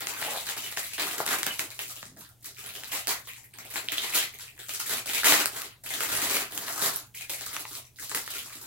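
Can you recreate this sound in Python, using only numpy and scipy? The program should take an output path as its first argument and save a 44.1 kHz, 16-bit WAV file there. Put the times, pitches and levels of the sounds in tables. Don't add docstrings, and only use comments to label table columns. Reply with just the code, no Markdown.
import sys
import numpy as np
from scipy import signal
from scipy.fft import rfft, irfft
from scipy.io import wavfile
from scipy.ndimage import uniform_filter1d

SR = 44100
rng = np.random.default_rng(int(sys.argv[2]) if len(sys.argv) > 2 else 0)


def unload_wav(signal):
    wavfile.write(
        sys.argv[1],
        SR,
        np.round(np.clip(np.atleast_2d(signal).T, -1, 1) * 32767).astype(np.int16),
    )


N = 381906
TIME = np.arange(N) / SR

# t/s, effort/dB, small creases/dB, folds/dB
CRUNCHES = [(0.069, -33, -29, -13.5), (0.486, -34.5, -4, -9), (0.77, -32, -9.5, -7), (0.98, -35, 5, 4.5),
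            (1.462, -36, 5, 2), (1.59, -31, -6, -5), (1.791, -32.5, -4.5, -7.5), (2.444, -39.5, -10, -28),
            (3.077, -22.5, -7, -6), (3.762, -35, 4, -0.5), (5.057, -33.5, -15, -6.5),
            (5.133, -24.5, -3.5, -10), (5.244, -23.5, -13, -9), (5.835, -43.5, -7.5, -15),
            (7.145, -38, -14, -28.5), (7.298, -27.5, -7.5, -11.5), (8.146, -26, -11.5, -9)]


def crinkle():
    wrinkles, creases, folds = handling() + 10 * np.log10(avalanches())
    fizz = facets(wrinkles + 0.93, 3900, 15700, per_s=2400, cycles=0.97, spread_db=2.8, count=20)
    pings = facets(wrinkles - 9.5, 5600, 15000, per_s=340, cycles=10, spread_db=4, count=28, bout_db=3)
    ticks = facets(creases - 0.76, 1950, 4400, per_s=620, cycles=2.3, spread_db=2.6, count=20, bout_db=4)
    crackle = facets(folds - 3.07, 640, 1950, per_s=600, cycles=1.9, spread_db=3, count=14, bout_db=2)
    flaps = facets(folds - 6.5, 248, 648, per_s=440, cycles=1.82, spread_db=0.5, count=8)
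    return fizz + pings + ticks + crackle + flaps


def facets(level_db, lo_hz, hi_hz, per_s, cycles, spread_db, count, bout_db=1.0, bout_s=.025):
    power = amp(level_db) ** 2
    chance = np.minimum(per_s / count / SR * np.sqrt(power / power.mean()), 1)
    patches = np.zeros((4, 2, N))
    for k, hz in enumerate(np.linspace(np.sqrt(lo_hz), np.sqrt(hi_hz), count) ** 2):
        flips = np.flatnonzero(rng.random(N) < chance)
        sizes = amp(spread_db * np.minimum(rng.exponential(size=8192), 3.02))
        sizes *= np.sign(rng.standard_normal(len(sizes)))
        bouts = amp(bout_db * np.minimum(rng.standard_normal(len(sizes)), 2))
        taut = bouts[(TIME[flips] / bout_s + rng.random()).astype(int)] / np.sqrt(np.mean(bouts ** 2))
        strength = np.sqrt(power[flips] / chance[flips] / count)
        clicks = np.zeros(N)
        clicks[flips] = taut * sizes[flips % len(sizes)] / sizes.std() * strength
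        patches[k % len(patches)] += convolve(clicks, buckle(hz, cycles))
    return patches


def buckle(hz, cycles, skew=0.72, pan_db=-4.0, beam_hz=5000, size=1024):
    place, side, twist = np.clip(rng.standard_normal(3), -1, 1)
    beaming = np.tanh(hz / beam_hz)
    mics = np.array([[1], [-1]])
    lag_s = .00007 + .00003 * place
    turns = np.maximum(np.arange(size) / SR - np.maximum(mics * lag_s, 0), 0) * hz
    phase = 2 * np.pi * turns + mics * skew * beaming * twist
    motion = turns * np.exp(-2 * turns / cycles) * np.sin(phase)
    return unit(np.diff(motion, prepend=0) * amp(mics * pan_db * beaming * side))


def handling(rest_db=-78):
    # t/s, length/s, mid-pull effort/dB, swell over the pull/dB,
    # small creases/dB, folds/dB (the last two relative to the finest wrinkles)
    pulls = [(-0.02, 0.24, -39.5, -3.5, -2.5, -1.5), (0.175, 0.34, -37.5, -5.5, -1, -7.5),
             (0.456, 0.22, -39.5, 2, -4, -8), (0.7, 0.57, -41, -1.5, -2, -14.5),
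             (0.977, 0.125, -36, -0.5, -2.5, -2.5), (1.125, 0.07, -37, -1.5, -4.5, -1),
             (1.252, 0.078, -30.5, 5, -3.5, -2.5), (1.36, 0.43, -42.5, -11.5, -7, -10.5),
             (1.795, 0.24, -43, -5.5, -9.5, -11.5), (2.154, 0.12, -50.5, -4, -11, -4.5),
             (2.399, 0.085, -51.5, 17, -11, -8.5), (2.558, 0.37, -44, -2.5, -1.5, -6),
             (2.914, 0.035, -28.5, -1, -1, -5.5), (3.245, 0.23, -50, -15.5, -4.5, -9.5),
             (3.527, 0.13, -48.5, -5, -2, -2.5), (3.678, 0.11, -40, 6, -8, -5.5),
             (3.871, 0.33, -36, 3.5, 0.5, -7.5), (4.133, 0.03, -25.5, 7, -2, -10),
             (4.292, 0.15, -48.5, 14.5, -1.5, -9.5), (4.537, 0.12, -46, -1, -4, -6.5),
             (4.681, 0.25, -35.5, -1.5, -8, -12.5), (4.877, 0.077, -30, -3, -5.5, -6),
             (5.063, 0.24, -34.5, -4, -2.5, -9.5), (5.239, 0.074, -19, -2.5, -4.5, -7),
             (5.309, 0.091, -28, 1, -2, -1.5), (5.513, 0.13, -39, -7, -5.5, -4.5),
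             (5.834, 0.06, -38.5, 7, -2, -6), (5.913, 0.47, -31.0, 5.5, -5, -5),
             (6.502, 0.3, -36.5, 5, -9.5, -4), (6.804, 0.03, -21, 0, -13, -5),
             (6.853, 0.12, -38.5, -0.5, -11, -8.5), (7.131, 0.11, -45, 5.5, -2.5, -13),
             (7.378, 0.23, -39, -2, -5, -9.5), (7.646, 0.11, -43.5, 14.5, -9.5, -13),
             (7.955, 0.17, -40, 7, -10.5, -8), (8.251, 0.14, -37.5, 3, -6.5, -10.5),
             (8.446, 0.47, -45.5, -6.5, -7.5, -9.5)]
    moves = [(strain(s, length, db, swell, attack_s=.015), mix) for s, length, db, swell, *mix in pulls]
    moves += [(strain(s, 0, db, 0, attack_s=.0025), mix) for s, db, *mix in CRUNCHES]
    power = amp(rest_db) ** 2 + sum(np.outer(amp([0, *mix]) ** 2, move) for move, mix in moves)
    return np.array([np.interp(TIME, TIME[::16], 10 * np.log10(p)) for p in power])


def strain(start, length, db, swell_db, attack_s, settle_db_per_s=242.5):
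    age = np.maximum(TIME[::16] - start, 0)
    hold_db = swell_db * (np.minimum(age / max(length, 1e-6), 1) - .5)
    release_db = settle_db_per_s * np.maximum(age - length, 0)
    return (np.minimum(age / attack_s, 1) * amp(db + hold_db - release_db)) ** 2


def avalanches(per_s=70, decay_s=0.0035, spread_db=4.0, steady=.18):
    kicks = (rng.random(N) < per_s / SR) * amp(spread_db * np.minimum(rng.exponential(1, N), 2)) ** 2
    kicks[[round(s * SR) for s, *_ in CRUNCHES]] += amp(spread_db) ** 2
    spurts = signal.lfilter([1], [1, -np.exp(-1 / (decay_s * SR))], kicks)
    power = steady + spurts / spurts.mean()
    return power / uniform_filter1d(power, size=4000)


def snaps(gain_db=-1.5, fall_db_per_octave=4.0, run_s=.0005, lead_hz=5000):
    # t/s, level/dB, f/Hz
    creases = [(0.0704, -18, 2820), (0.227, -20.5, 1660), (0.49, -21.5, 2210), (0.572, -28.5, 1330),
               (0.725, -28, 1350), (0.773, -17.5, 1730), (1.2028, -32, 1040), (1.264, -15.5, 9100),
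               (1.278, -18.5, 1680), (1.4315, -13.5, 4300), (1.466, -14.5, 7400), (1.594, -15, 3470),
               (1.7914, -22, 3200), (2.029, -27, 1400), (2.8358, -26.5, 2740), (3.072, -15.5, 6000),
               (3.7586, -19.5, 1710), (4.6931, -23.5, 4050), (5.2338, -17, 1500), (5.244, -13, 1860),
               (5.3232, -4, 1500), (5.3404, -10, 1700), (5.443, -23, 1930), (5.458, -7.5, 10000),
               (5.6186, -22, 12000), (6.0068, -19.5, 1400), (6.368, -14, 2140), (6.5767, -16, 9900),
               (6.6825, -24, 1590), (7.296, -22, 5500), (7.463, -24, 11700), (7.5658, -19, 2530),
               (7.653, -26.5, 860), (8.116, -24.5, 900), (8.148, -18, 1870), (8.174, -23, 2060),
               (8.277, -26, 1660)]
    out = np.zeros((2, N))
    for s, db, hz in creases:
        lead = unit(buckle(hz, cycles=1, skew=0) + buckle(2 * hz, cycles=.5, skew=0))
        crack = np.zeros_like(lead)
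        for f in np.geomspace(500, 14000, 16):
            gain = amp(-fall_db_per_octave * abs(np.log2(f / hz)))
            add(crack, rng.exponential(run_s), gain * buckle(f, cycles=1))
        snap = unit(unit(crack) + np.tanh(lead_hz / hz) * lead)
        add(out, s, amp(db + gain_db) * np.sqrt(SR / 1000) * snap)
    return out


def panel_rings():
    # t/s, length/s, level/dB, f/Hz, ringing/cycles
    flicks = [(0.222, 0.179, -37, 660, 1.07), (0.632, 0.032, -40.5, 2980, 40),
              (1.2035, 0.017, -26, 636, 0.82), (1.507, 0.018, -35, 2960, 18),
              (3.8866, 0.001, -16, 3100, 1.2), (3.9826, 0.00092, -13, 3280, 2),
              (5.29, 0.036, -31, 305, 4.5), (6.165, 0.014, -28, 10300, 3.5),
              (6.9604, 0.0025, -21, 11700, 3.5)]
    return drags(flicks)


def seat_bumps():
    # t/s, length/s, level/dB, f/Hz, ringing/cycles
    bumps = [(2.03, 0.22, -58.5, 190, 0.79), (6.07, 0.26, -55, 88.5, 0.52), (6.82, 0.093, -51, 160, 1.2)]
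    return drags(bumps)


def drags(contacts, slips_per_s=900, catch=3):
    out = np.zeros((2, N))
    for s, length, db, hz, cycles in contacts:
        slips = (rng.standard_normal(N) * (rng.random(N) < slips_per_s / SR))[:int(length * SR)]
        slips *= signal.windows.tukey(len(slips))
        force = slips + catch * signal.unit_impulse(len(slips))
        ring = convolve(force, buckle(hz, cycles, skew=0, size=4096))
        add(out, s, amp(db) * np.sqrt(len(slips)) * unit(ring))
    return out


def workshop(x, wet_db, echo_db=0, build_s=0.0059, mono_hz=700, scatter=0.13, size=20000):
    # delay/s, level/dB
    echoes = [(.0066, -8.5)]
    # f/Hz, time to fall 60 dB/s
    ring_times = [(200, 0.13), (1000, 0.27), (16000, 0.15)]
    t = np.arange(size) / SR
    hz, s, noise = signal.stft(rng.standard_normal((2, size)), SR)
    alike = 1 / (1 + (hz[:, None] / mono_hz) ** 2)
    noise[1] = alike * noise[0] + np.sqrt(1 - alike ** 2) * noise[1]
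    decay = np.exp(-np.log(1000) * s / read(ring_times, hz)[:, None])
    tail = signal.istft(noise * decay, SR)[1][:, :size]
    response = amp(wet_db) * unit(tail * (1 - np.exp(-(t / build_s) ** 2)))
    response[:, 0] += 1
    for delay, db in echoes:
        arrival = delay * (1 + scatter * rng.uniform(-0.99, 1)) * SR + rng.uniform(0, 7, 2)
        response[[0, 1], arrival.astype(int)] += amp(db + echo_db)
    return convolve(x, unit(response))


def spaced_pair(foil):
    # f/Hz, level/dB
    colour = [(35, -5), (90, 10.5), (160, 9), (230, -2.5), (600, -5), (1500, 2), (3000, 0), (5500, -2.5),
              (8500, -2), (10500, -0.5), (16000, 1.5)]
    # f/Hz, half the left-right level difference/dB
    left_lead = [(5300, 0.75), (7500, 5.5), (9200, -3), (12500, -0.9), (15000, -0.2)]
    right_lead = [(hz, -db) for hz, db in left_lead]
    left, right = tint(foil, colour)
    return np.vstack([tint(left, left_lead), tint(right, right_lead)])


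def room_tone(air_db=-61.0, width=0.31, hum_hz=120, hum_db=-64.5):
    # f/Hz, relative level/dB
    air_spectrum = [(20, -8), (110, 4.5), (200, -8), (1500, -26), (16000, -20.5)]
    shape = amp(read(air_spectrum, np.fft.rfftfreq(N, 1 / SR)))
    common, side = irfft(rfft(rng.standard_normal((2, N))) * shape, N)
    air = amp(air_db) * np.sqrt(N) * unit(np.array([common + width * side, common - width * side]))
    hum = amp(hum_db) * np.sqrt(2) * np.sin(2 * np.pi * hum_hz * TIME)
    return air + hum


def amp(db):
    return 10 ** (np.asarray(db) / 20)


def read(points, hz):
    f, value = np.transpose(points)
    return np.interp(np.log(hz + 1), np.log(f + 1), value)


def unit(x):
    return x / np.sqrt(np.sum(x ** 2) / len(x) + 1e-20)


def add(mix, s, sound):
    part = mix[:, max(round(s * SR), 0):][:, :sound.shape[1]]
    part += sound[:, :part.shape[1]]


def convolve(x, response):
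    return signal.oaconvolve(np.atleast_2d(x), np.atleast_2d(response), axes=1)[:, :N]


def tint(x, points, size=2048):
    log_gain = np.log(amp(read(points, abs(np.fft.fftfreq(size, 1 / SR)))))
    response = np.fft.ifft(np.exp(np.conj(signal.hilbert(log_gain)))).real
    return convolve(x, response)


def scene():
    foil = sum(workshop(patch, wet_db=1.6) for patch in crinkle())
    foil += workshop(snaps() + panel_rings(), wet_db=-5.5, echo_db=-9.0)
    return spaced_pair(foil) + seat_bumps() + room_tone()


def record(dry, ceiling=.75, edge_hz=16050):
    rounded = ceiling * np.tanh(dry / ceiling)
    low_pass = signal.firwin(401, edge_hz, window=("kaiser", 8), fs=SR)
    return signal.oaconvolve(rounded, low_pass[None], "same")


dry = scene()
out = record(dry)
unload_wav(out)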